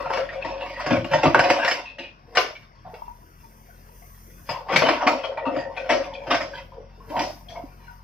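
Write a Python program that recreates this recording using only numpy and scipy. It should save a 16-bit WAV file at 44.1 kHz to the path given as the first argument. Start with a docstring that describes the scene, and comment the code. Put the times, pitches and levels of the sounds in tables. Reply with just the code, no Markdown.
"""By a walled road, a steel excavator bucket is dragged twice through broken stone, a few metres from
a handheld camera with two microphone ports. Noise and grit drive many short modes of the shell:
scraping, short fuzzy tones and blows. Behind it a diesel idles as multiples of its firing rate in low
wash, loose parts rattle as narrow noise, and oil hisses through the valves as spurts of treble noise.
Decaying noise makes the echoes of the walls and a short scattering of the treble."""
import sys
import numpy as np
from scipy import signal
from scipy.fft import rfft, irfft
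from scipy.io import wavfile
from scipy.ndimage import uniform_filter1d

SR = 44100
rng = np.random.default_rng(int(sys.argv[2]) if len(sys.argv) > 2 else 0)


def to_wav(s):
    """Save 16-bit WAV."""
    ch = np.atleast_2d(s).T  # columns
    pcm = np.round(np.clip(ch, -1, 1) * 32767)  # PCM
    wavfile.write(sys.argv[1], SR, pcm.astype(np.int16))


N = 354167


def gain_of(db):
    """Amplitude factor of a level in dB."""
    return 10 ** (np.asarray(db) / 20)


def evened(x):
    """Scales to an rms of 1."""
    return x / np.sqrt(np.mean(x ** 2) + 1e-20)


def steadied(x, size=7000):
    """Holds the level near 1 over about a sixth of a second; quicker changes stay."""
    power = uniform_filter1d(uniform_filter1d(x ** 2, size), size)
    return x / np.sqrt(abs(power) + 1e-20)


def read_curve(points, hz):
    """Reads a (frequency, value) curve at hz, straight along log frequency."""
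    f, value = np.transpose(points)
    return np.interp(np.log(hz + 1), np.log(f + 1), value)


def per_sample(rows):
    """Columns of a (time, ...) table, one value a sample."""
    s, *columns = np.transpose(rows)
    return [np.interp(np.arange(N) / SR, s, column) for column in columns]


def add(mix, s, sound):
    """Lays a sound into the mix at s seconds, cut at the end."""
    part = mix[round(s * SR):][:len(sound)]
    part += sound[:len(part)]


def band(x, lo_hz, hi_hz):
    """Keeps the sound between two frequencies."""
    return signal.sosfilt(signal.butter(3, [lo_hz, hi_hz], "band", fs=SR, output="sos"), x)


def wander(per_s):
    """Slow random drift, joining per_s normal draws a second by straight lines."""
    count = int(N / SR * per_s) + 2
    return np.interp(np.linspace(0, count - 1, N), np.arange(count), rng.standard_normal(count))


def peaks(rows, rise_db_per_s, fall_db_per_s):
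    """Level in dB that climbs to each (start, length, dB), holds and falls away."""
    t = np.arange(0, N / SR, .005)
    s, length, db = np.transpose(rows)[:, :, None]
    before, after = np.maximum(s - t, 0), np.maximum(t - s - length, 0)
    level = db - rise_db_per_s * before - fall_db_per_s * after
    return np.interp(np.arange(N) / SR, t, level.max(0))


def patchy(x, depth_db):
    """Lifts and sinks patches about 200 Hz wide and 80 ms long."""
    z = signal.stft(x, nperseg=512, noverlap=384)[2]
    patches = rng.standard_normal(z.shape[::-1]).T
    for _ in range(2):
        patches = uniform_filter1d(uniform_filter1d(patches, size=2, axis=0), size=18, axis=1)
    z = z * gain_of(depth_db * evened(patches))
    return signal.istft(z, nperseg=512, noverlap=384)[1][:N]


def dying_noise(colour, t60, stretch=1.0, size=9000):
    """Noise of energy 1 whose bands die at their own speed: the ring of very many modes."""
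    spectrum = rfft(rng.standard_normal(size))
    noise = irfft(spectrum * gain_of(read_curve(colour, np.fft.rfftfreq(size, 1 / SR))), size)
    hz, t, z = signal.stft(noise, SR, nperseg=256, noverlap=192)
    decay_db = -60 * t / (stretch * read_curve(t60, hz)[:, None])
    ring = signal.istft(z * gain_of(decay_db), SR, nperseg=256, noverlap=192)[1][:size]
    return ring / np.linalg.norm(ring)


def spot(stretch=0.88, spread_db=7.0, plate_db=6.0, loose=0.0052):
    """The ring of the bucket struck at one place, which wakes each mode by its own amount."""
    # strongest modes of the shell before chance and stretch: (frequency [Hz], width [Hz], level [dB])
    shell = [(110, 7.4, -16.5), (285, 47, -3), (550, 22, 1), (603.2, 6.8, -1.5), (726, 11, 1),
             (916.5, 48, 6.5), (1103, 24, -2), (1513, 38, -1), (1944, 22, -9.5), (2003, 31, -6.5),
             (2486, 52, -3.5), (2810, 51, -9), (3120, 39, -9.5)]
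    # colour of the dense small modes: (frequency [Hz], density [dB per Hz, relative])
    plate = [(35, -65.5), (60, -35), (115, -8.5), (210, -19), (278, -9.5), (413, -13.5), (546, -7.5),
             (721, -2.5), (792, -14), (889, -16.5), (2150, -5.5), (4030, -21), (5200, -13), (6200, -24.5),
             (7030, -32.5), (15500, -49.5)]
    # their decay to -60 dB, before the stretch: (frequency [Hz], time [s])
    plate_t60 = [(100, 0.23), (500, 0.19), (2000, 0.082), (6000, 0.21), (12000, 0.029)]
    t = np.arange(9000) / SR
    hz, width, db = np.transpose(shell)[:, :, None]
    share, detune, phase = rng.standard_normal((3, len(shell), 1))
    height = gain_of(db + spread_db * share) * np.sqrt(width)
    decay = np.exp(-np.pi * width * t / np.sqrt(stretch))
    tones = np.sin(2 * np.pi * (hz * (1 + loose * detune) * t + phase))
    modes = (height * decay * tones).sum(0)
    return modes / np.linalg.norm(modes) + gain_of(plate_db) * dying_noise(plate, plate_t60, stretch)


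def grinding(chips_per_s=500, size_db=3.0, grind=0.66):
    """Chips and a fine grinding excite the bucket at eight places, each waking its own mix of modes."""
    out = np.zeros(N)
    for _ in range(8):
        hits = rng.random(N) < chips_per_s / 8 / SR
        chips = gain_of(size_db * np.minimum(rng.exponential(1, N), 3)) * hits
        force = evened(chips) + grind * rng.standard_normal(N)
        force = force * gain_of(5.5 * wander(30) + 6.2 * wander(6))
        out += signal.oaconvolve(force, spot(plate_db=-4.0, loose=.03))[:N]
    return patchy(out, 4.66)


def drone(mode_hz=550, half_width_hz=23.3):
    """The steady drag of the teeth drives the main mode; the load damps and spreads it."""
    force = rng.standard_normal(N) * gain_of(2.9 * wander(40))
    core = band(force, mode_hz - half_width_hz, mode_hz + half_width_hz)
    return evened(core) + 0.55 * evened(band(force, 0.844 * mode_hz, 1.29 * mode_hz))


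def scrape():
    """The drags: grinding in four bands follows pressure and grit, and the main mode groans."""
    # two drags through the rubble: (time [s], pressure on the shell [dB], grit of the stones [dB])
    drag = [
        [(0.0, -27.5, -35.5), (0.08, -51, -42.5), (0.19, -33, -31.5), (0.3, -43.5, -44.5), (0.53, -35.5, -44.5),
         (0.77, -42.5, -41.5), (0.95, -24, -27), (1.06, -55.5, -46), (1.2, -31.5, -36.5), (1.335, -40, -34.5),
         (1.38, -24.5, -32), (1.59, -29, -29.5), (1.71, -31, -29.5), (1.78, -38.5, -37), (1.93, -55.5, -74),
         (2.26, -68, -67), (2.38, -39.5, -49), (2.5, -53, -61), (2.69, -72.5, -62), (3.2, -84.5, -67.5)],
        [(4.45, -87, -63), (4.52, -28, -33), (4.65, -47, -65), (4.71, -27, -30), (4.8, -34, -29),
         (4.9, -30, -28), (5.1, -26, -38), (5.2, -35, -40), (5.33, -55, -53), (5.4, -41, -68), (5.51, -36, -49),
         (5.6, -40, -41.5), (5.7, -42.5, -65), (5.75, -41.5, -45.5), (6.09, -42, -46), (6.42, -49, -59),
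         (6.59, -51.5, -45), (6.69, -60, -63), (6.93, -61, -66), (7.07, -59, -62), (7.14, -31.5, -45),
         (7.22, -28.5, -45), (7.32, -49.5, -68), (7.46, -59, -63.5), (7.52, -53, -60.5), (7.59, -46.5, -62),
         (7.83, -62, -58.5), (8.03, -64, -65)],
    ]
    # groans of the main mode: (start [s], length [s], level [dB])
    groans = [(.04, 0.079, -38.5), (.175, 0.0047, -19.5), (.21, 0.013, -29), (.26, 0.2, -36),
              (.46, 0.18, -36), (.62, 0.32, -43.5), (.92, 0.049, -26), (1.12, 0.036, -27.5),
              (1.38, 0.18, -33), (4.5, 0.14, -44), (4.72, 0.11, -29.5), (5.08, 0.17, -36),
              (5.27, 0.042, -31), (5.33, 0.037, -50), (5.44, 0.15, -28.5), (5.63, 0.066, -35),
              (5.78, 0.17, -36), (5.91, 0.075, -27), (6.16, 0.13, -36.5), (6.4, 0.089, -38),
              (6.55, 0.025, -43), (6.75, 0.019, -43.5)]
    press_db, grit_db = per_sample(drag[0] + drag[1])
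    load_db = -54.5 + 0.91 * (press_db + 40)
    fine_db = -55.5 + 0.7 * (grit_db + 40)
    groan_db = peaks(groans, 451.5, 150.5)
    ground = grinding()
    layers = [
        (load_db, band(ground, 210, 380)),  # thud of the load
        (press_db, band(ground, 470, 1100)),
        (grit_db, band(ground, 1100, 3500)),
        (fine_db, band(ground, 3500, 15500)),  # finest grit
        (groan_db, drone()),
    ]
    return sum(gain_of(db) * steadied(part) for db, part in layers)


def in_turns(x, irs_of, places, turns):
    """Sends x through several random stereo responses that fade into one another."""
    out, turn = np.zeros((2, N)), np.cumsum(rng.integers(1, places, turns)) % places
    for k in range(places):
        share = np.interp(np.linspace(0, turns - 1, N), np.arange(turns), turn == k)
        out += signal.oaconvolve((np.sqrt(share) * x)[None], irs_of(), axes=1)[:, :N]
    return out


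def scatter(x):
    """Short treble scattering, different at each port, fading between six random responses."""
    colour = [(1500, -19.0), (3000, -25), (4500, -5), (8000, -1.0)]  # (frequency [Hz], level [dB])
    t60 = [(100, 0.057), (9000, 0.0063)]  # (frequency [Hz], time [s])

    def bounces():
        taps = [dying_noise(colour, t60, size=2048) for _ in range(2)]
        return np.array(taps) * gain_of([[-.6], [.6]])
    return in_turns(x, bounces, places=6, turns=80)


def walls(x, side_hz=600):
    """Scattered echoes, fading between four random tails; bass alike at both ports, treble unlike."""
    # decay of the echoes to -60 dB: (frequency [Hz], time [s])
    echo_t60 = [(200, 0.23), (1000, 0.33), (5000, 0.32), (12000, 0.18)]
    colour = [(80, -12), (600, 0), (3000, 1.5), (7000, 7)]  # (frequency [Hz], level [dB])
    high_pass = signal.butter(2, side_hz, "high", fs=SR)

    def echoes():
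        mid, side = [np.r_[np.zeros(120), dying_noise(colour, echo_t60, size=24000)] for _ in range(2)]
        side = signal.lfilter(*high_pass, side)
        return np.array([mid + side, mid - side]) / np.sqrt(2)
    return in_turns(x, echoes, places=4, turns=40)


def engine():
    """Idling diesel: low multiples of the firing rate; the upper ones waver most."""
    # the idle before its jitter: (time [s], firing rate [Hz], level [dB])
    firing = [(0, 44.7, -51), (.7, 45.66, -50), (1.3, 44.2, -50), (1.7, 44.1, -60), (2.3, 43.62, -57),
              (3.2, 43.6, -56.5), (4.3, 43.8, -50.5), (5.2, 45, -58), (6, 45.6, -50), (6.7, 44.7, -50.5),
              (7.2, 46.25, -50), (8.03, 45.16, -50)]
    # its multiples before they waver: (multiple of the firing rate, level [dB re the idle])
    order = [(1, 1.5), (2, -6.5), (3, -9.5), (3.25, -13), (4, -12.5), (5, -13.5)]
    hz, db = per_sample(firing)
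    turns = np.cumsum(hz * (1 + 0.0099 * wander(6.2))) / SR
    tones = np.zeros(N)
    for multiple, order_db in order:
        waver_db = 1.5 * np.log(multiple + 0.2) * wander(6.8)
        tones += gain_of(order_db + waver_db) * np.sin(2 * np.pi * (multiple * turns + rng.random()))
    return np.sqrt(2) * gain_of(db) * tones


def wash(colour, same, lead_s, patchy_db):
    """Wide noise in drifting patches; the share that both ports have in common reaches the left first."""
    frames, hz = N // 256 + 5, np.fft.rfftfreq(1024, 1 / SR)[:, None]
    a, b, c, d, patches = rng.standard_normal((frames, 513, 5)).T
    patches = evened(uniform_filter1d(uniform_filter1d(patches, 5, 0), 16, 1))
    left, other = a + 1j * b, c + 1j * d
    right = same * left * np.exp(-2j * np.pi * hz * lead_s) + np.sqrt(1 - same ** 2) * other
    z = np.array([left, right]) * gain_of(read_curve(colour, hz) + patchy_db * patches)
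    return signal.istft(z, nperseg=1024, noverlap=768)[1][:, :N]


def engine_wash():
    """Broad low noise of the engine, the same at both ports but earlier and louder at the left."""
    # its colour before scaling: (frequency [Hz], density [dB per Hz])
    site = [(18, -39), (30, -6.5), (59, -6), (159, -13), (268, -17), (480, -17.5), (900, -21.5),
            (1250, -19.5), (2200, -30), (2700, -39), (3500, -36.5), (4050, -50.5), (4440, -35),
            (5570, -29.5), (7000, -71.5), (9100, -67), (15400, -120)]
    noise = wash(site, 1.0, 0.0004, 3.2)
    noise = noise / np.std(band(noise[0], 250, 7000))
    return gain_of(-58) * noise * gain_of([[2.5], [-2.5]])


def fuzzy_tones(rows, sharpness, rasp_db):
    """Each row is a fuzzy, stuttering tone that swells quickly and fades."""
    out = np.zeros(N)
    for s, db, hz, length in rows:
        u = np.arange(9000) / SR / length
        share = sharpness + 20 / hz  # half width re the pitch
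        stutter = gain_of(2.9 * evened(uniform_filter1d(rng.standard_normal(13000), size=500)))
        grain = stutter * rng.standard_normal(13000) ** 3
        core = band(grain, hz * (1 - share), hz * (1 + share))[4000:]
        rasp = band(grain, 0.69 * hz, 1.455 * hz)[4000:]  # a wider band around the pitch rasps along
        fuzz = evened(core) + gain_of(rasp_db) * evened(rasp)
        envelope = (1 - np.exp(-u / 0.018)) * np.exp(-1.5 * u ** 2)
        add(out, s, gain_of(db) * evened(fuzz) * envelope)
    return out


def shell_tones():
    """Short narrow fuzzy tones of the shell, alone or together with a blow."""
    # the tones: (time [s], level before swell and fade [dB], pitch [Hz], length [s])
    tone_rows = [(0.047, -36, 1340, 0.24), (.13, -34.5, 2750, 0.062), (0.29, -28.5, 1900, 0.02),
                 (.41, -39.5, 2570, 0.19), (0.605, -37.5, 2740, 0.066), (.73, -39, 1935, 0.17),
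                 (.905, -26, 271, 0.07), (1.24, -19.5, 283, 0.053), (1.245, -25, 115, 0.065),
                 (1.346, -16.5, 1540, 0.032), (1.394, -19, 1575, 0.023), (1.855, -39, 2615, 0.09),
                 (2.006, -40.5, 2490, 0.1), (1.985, -36.5, 2786, 0.086), (2.039, -42, 552, 0.046),
                 (2.28, -49, 480, 0.26), (2.373, -23, 1060, .04), (2.385, -33.5, 455, 0.092),
                 (2.497, -41.5, 582, 0.05), (2.552, -42, 2290, 0.042), (2.553, -44.5, 3003, 0.018),
                 (2.756, -50, 107.8, 0.21), (2.846, -41.5, 718, 0.092), (2.858, -49, 873, 0.16),
                 (2.935, -40.5, 470, 0.036), (4.492, -37, 4980, 0.042), (4.492, -35.5, 2320, 0.035),
                 (4.73, -28, 167, 0.049), (4.86, -30, 287, .12), (5.065, -19, 285, 0.031),
                 (5.12, -29.5, 285, 0.051), (4.761, -15, 2215, 0.019), (4.765, -29, 4640, 0.028),
                 (5.234, -33, 3150, 0.043), (5.234, -39, 2490, 0.043), (5.372, -35.5, 2376, 0.037),
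                 (5.372, -40, 1890, 0.15), (5.461, -32, 279, 0.15), (5.453, -37, 2704, 0.055),
                 (5.553, -42, 1860, 0.15), (5.563, -46.5, 4820, 0.068), (5.765, -32, 2463, 0.044),
                 (6.043, -37.5, 2520, 0.013), (6.137, -40, 3280, 0.044), (6.305, -29.5, 3190, 0.049),
                 (6.325, -24, 1530, 0.062), (6.541, -44, 3200, 0.072), (6.536, -44.5, 950, 0.1),
                 (6.529, -45.5, 1613, 0.091), (6.149, -43, 2480, 0.033), (6.72, -46.5, 960, 0.071),
                 (6.77, -42, 468, 0.071), (6.976, -47, 454.5, 0.14), (7.003, -49, 1055, 0.068),
                 (7.104, -33, 616, 0.34), (7.12, -50, 1530, .04), (7.14, -34, 738, 0.14),
                 (7.493, -40, 670, 0.12), (7.549, -36, 686, 0.081), (7.485, -46.5, 3310, 0.058),
                 (7.558, -48.5, 2180, 0.05), (7.637, -41, 291.5, 0.023)]
    return fuzzy_tones(tone_rows, 0.044, -7.5)


def blow_force(crunch_s, soft, t):
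    """Force of a blow: a first contact, a swelling crunch and chips that rattle on."""
    swell = 1 - np.exp(-(t + 1e-4) / (0.00086 * soft ** 2))
    crunch = rng.standard_normal(6000) ** 3 * np.exp(-t / crunch_s) * (rng.random(6000) < .12)
    chips = rng.standard_normal(6000) * (rng.random(6000) < 900 / SR)  # 900 a second
    force = swell * (crunch + gain_of(-1.5 - 60 * t / 0.37) * chips)
    force[0] = 13.2 / soft ** 2  # the first contact
    return force


def blows(sharp_s=0.005):
    """A small hard stone lands sharply, a heap with a swelling crunch; each blow has its own colour."""
    # stones striking the bucket, before echoes and rounding: (time [s], nominal peak [dB],
    # boom, thud, clang [dB re peak], crunch [s, held to 1-30 ms])
    blow_rows = [ (.058, -16.5, -20, -34, -11.5, 0.0042), (.103, -13, -26.5, -31, -17, 0.0053),
                 (.132, -18.5, -29, -17.5, -0.5, 0.0034), (.172, -17.5, -31, -27, 0, 0.0041),
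                 (0.447, -16.5, -18, -9, -4, 0.0064), (.61, -25, -37, -34, -10, 0.0048),
                 (.8, -21, -33, -44, 0, 0.0062), (0.861, -17.5, -7, -2.5, 1.5, 0.0087),
                 (.908, -9.5, -5.5, -3.5, -6, 0.0054), (.949, -29, 0, -7, -2, 0.01),
                 (1.045, -22.5, -12, -22, 2, 0.0043), (1.105, -18, -4, -17, -1.5, 0.021),
                 (1.134, -3.5, -15, -17, -5.5, 0.0053), (1.23, -5, -31, -10.5, -5.5, 0.01),
                 (1.255, -4, -7.5, -8.5, -8, 0.0042), (1.346, -1, -23.5, -18, -7.5, 0.001),
                 (1.393, -2.5, -17, -33, -3.5, 0.0027), (1.438, -10, -23, -37, -2.5, 0.0076),
                 (1.486, -19, -32, -24, 3, 0.0096), (1.501, -5, -21, -10.5, 0, 0.0018),
                 (1.586, -13, -40, -13, -11, 0.0067), (1.648, -12, -53, -32, 2.5, 0.0029),
                 (1.672, -9, -50, -31, 1, 0.0097), (1.712, -16, -47, -14.5, 6, 0.0032),
                 (1.984, -26.5, -15, -4, -2, 0.0075), (2.351, -18, -38, -17.5, 4, 0.0086),
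                 (2.371, -3.5, -48, -21.5, 3, 0.0054), (2.415, -31, -38, -4, -6, 0.0091),
                 (2.848, -38, -4, -18, -11, 0.018), (2.94, -31.5, -16.5, -21.5, -2, 0.0073),
                 (4.49, -13.5, -12, -30, -4.5, 0.0065), (4.686, -12, -33, -17.5, -10.5, 0.011),
                 (4.715, -12.5, -9, -7.5, -0.5, 0.017), (4.76, -8.5, -24, -20, 6.5, 0.0059),
                 (4.82, -2.5, -37, -14.5, -7.5, 0.004), (4.872, -13.5, -50, -16, -8, 0.02),
                 (4.887, -3.5, -38, -12, -3.5, 0.004), (5.025, -9, -35, -14, -17.5, 0.0065),
                 (5.068, -3, -39, -10, -1.5, 0.0084), (5.239, -14, -42, -30.5, -9.5, 0.0067),
                 (5.315, -26.5, -20, -22, -12, 0.0095), (5.375, -13.5, -32, -32, -22, 0.0061),
                 (5.452, -14, -19, -16.5, -28, 0.015), (5.565, -14.5, -16, -4, -13.5, 0.0042),
                 (5.768, -20.5, -36, -29, -5.5, 0.0075), (5.892, -5.5, -33, -9.5, -2.5, 0.011),
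                 (6.26, -20.5, -10, 4.5, -4.5, 0.021), (6.303, -6, -37, -14, -2, 0.011),
                 (6.344, -11, -37, -22, 1, 0.0022), (6.405, -18.5, -20, -10.5, 0, 0.009),
                 (7.085, -41.5, -17, 14, 5.5, 0.011), (7.166, -18.5, -10.5, -8, -3, 0.0056),
                 (7.192, -26, -10, 4, 11, 0.0051), (7.214, -34.5, -2, 2.5, 12, 0.013),
                 (7.485, -62, -21.5, -6, 24, 0.015), (7.55, -34.5, -9, -12.5, -10, 0.0073)]
    out, t = np.zeros(N), np.arange(6000) / SR
    edges = (480, 1200), (70, 190), (240, 350), (1200, 3500), (3500, 9000)  # body, boom, thud, clang, crack
    for s, peak_db, boom_db, thud_db, clang_db, crunch_s in blow_rows:
        crack_db = -11.5 + 1.48 * clang_db
        spray_db = crack_db - 26.5
        colour_db = [0, boom_db, thud_db, clang_db, crack_db, spray_db]
        crunch_s = np.clip(crunch_s, .001, .03)
        soft = crunch_s / sharp_s
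        stretch = 0.18 / 0.13 * (crunch_s / 0.0045) ** 0.16  # longer crunches ring on longer
        ring = patchy(signal.fftconvolve(blow_force(crunch_s, soft, t), spot(stretch)), 2.36)
        u = np.arange(len(ring)) / SR
        ring = ring * (1 + 0.56 * np.exp(-u / (0.0094 + crunch_s)))  # the rubble soon damps the shell
        # fine chips fizz away after the blow
        spray = patchy(rng.standard_normal(len(ring)), 5.8)
        spray = spray * (1 - np.exp(-u / (crunch_s + .008))) * gain_of(-60 * u / 0.24)
        parts = [band(ring, *edge) for edge in edges] + [band(spray, 5500, 14000)]
        for db, part in zip(colour_db, parts):
            loudest_rms = np.sqrt(uniform_filter1d(part ** 2, size=600).max())
            add(out, s, gain_of(peak_db + db) * part / (3.99 * loudest_rms))  # nominal peak from rms
        # the dry knock of a hard contact, weaker the softer the blow
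        knock = np.sin(2 * np.pi * 1240 * rng.uniform(.7, 1.3) * t) * np.exp(-t / 0.0011)
        add(out, s, gain_of(peak_db - 2.5) / (1 + soft ** 2) * knock)
    return out


def creaks(count=24, floor_db=-56.5, modes_hz=(714, 985, 1080, 1470)):
    """Rows for faint rattles at chance times, at the pitch of one of four modes."""
    rows = []
    for when, loud, which, long in rng.random((count, 4)):
        hz = modes_hz[int(which * len(modes_hz))]
        rows.append((when * N / SR, floor_db + 6 * loud, hz, 0.016 + 0.031 * long))
    return rows


def from_left(x, tilt_db):
    """A source off to the left: 18 samples later at the right port, and weaker there."""
    return np.array([x, np.r_[np.zeros(18), x[:-18]]]) * gain_of([[tilt_db], [-tilt_db]])


def oil_hiss():
    """Spurts of oil through the valves: treble noise, mostly unlike at the two ports."""
    # the spurts: (start [s], length [s], level [dB])
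    spurts = [(2.33, 0.27, -71), (2.95, 0.83, -63.5), (3.4, 0.63, -60), (3.95, 0.55, -55), (4.5, 0.12, -74),
              (6.31, 0.044, -64), (6.55, 0.1, -69), (7.1, 0.29, -57.5), (7.35, 0.62, -64.5)]
    # colour of the valves, before scaling: (frequency [Hz], density [dB per Hz])
    valves = [(3530, -42), (6000, 6.5), (7310, -8), (8720, 3.5), (9380, -7.5), (10400, 2.5), (12700, -3.5),
              (14300, 9.5), (16000, -22)]
    level_db = np.maximum(peaks(spurts, 144, 105), -99)  # the valves always leak a little
    return gain_of(level_db) * evened(wash(valves, 0.17, .00041, 1.2))


def rattles():
    """Loose parts rattle on the machine, off to the left, and the walls answer."""
    # the rattles, before swell, fade and placing: (time [s], level [dB], pitch [Hz], length [s])
    rattle_rows = [(2.98, -50, 940, 0.049), (3.02, -32.5, 942, 0.041), (3.08, -40.5, 930, 0.053),
                   (3.43, -50.5, 918, 0.043), (3.7, -54.5, 1462, 0.061), (3.89, -52.5, 923, 0.045),
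                   (4.02, -49.5, 710, 0.032), (4.025, -51.5, 2105, 0.033), (7.87, -45, 1484, 0.052),
                   (7.875, -46.5, 946, 0.098)]
    rattle = fuzzy_tones(rattle_rows + creaks(), 0.024, -15.5)
    return from_left(rattle, 3.5) + gain_of(-4.0) * walls(rattle)


def scene():
    """Bucket in front, engine and oil hiss behind it."""
    bucket = scrape() + shell_tones() + blows()
    # the bucket reaches the right port two samples sooner, the left slightly louder
    direct = np.array([np.r_[0, 0, bucket[:-2]] * gain_of(0.38), bucket])
    near = direct + gain_of(1.5) * scatter(bucket) + gain_of(-3.5) * walls(bucket)
    return near + from_left(engine(), 1.2) + engine_wash() + oil_hiss() + rattles()


def record(dry):
    """The microphone dips near 8 kHz, rounds off the loudest peaks, drops deepest bass and top treble."""
    knee, ceiling = 0.5, 0.85  # full scale is 1
    dry = dry - 0.46 * signal.lfilter(*signal.iirpeak(8000, 2.5, fs=SR), dry)
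    rounded = knee + (ceiling - knee) * np.tanh((abs(dry) - knee) / (ceiling - knee))
    dry = np.where(abs(dry) < knee, dry, np.sign(dry) * rounded)
    dry = signal.sosfilt(signal.butter(4, 36, "high", fs=SR, output="sos"), dry)
    low_pass = signal.firwin(511, 15900, window=("kaiser", 9), fs=SR)
    return signal.oaconvolve(dry, low_pass[None], "same")


dry = scene()
out = record(dry)
to_wav(out)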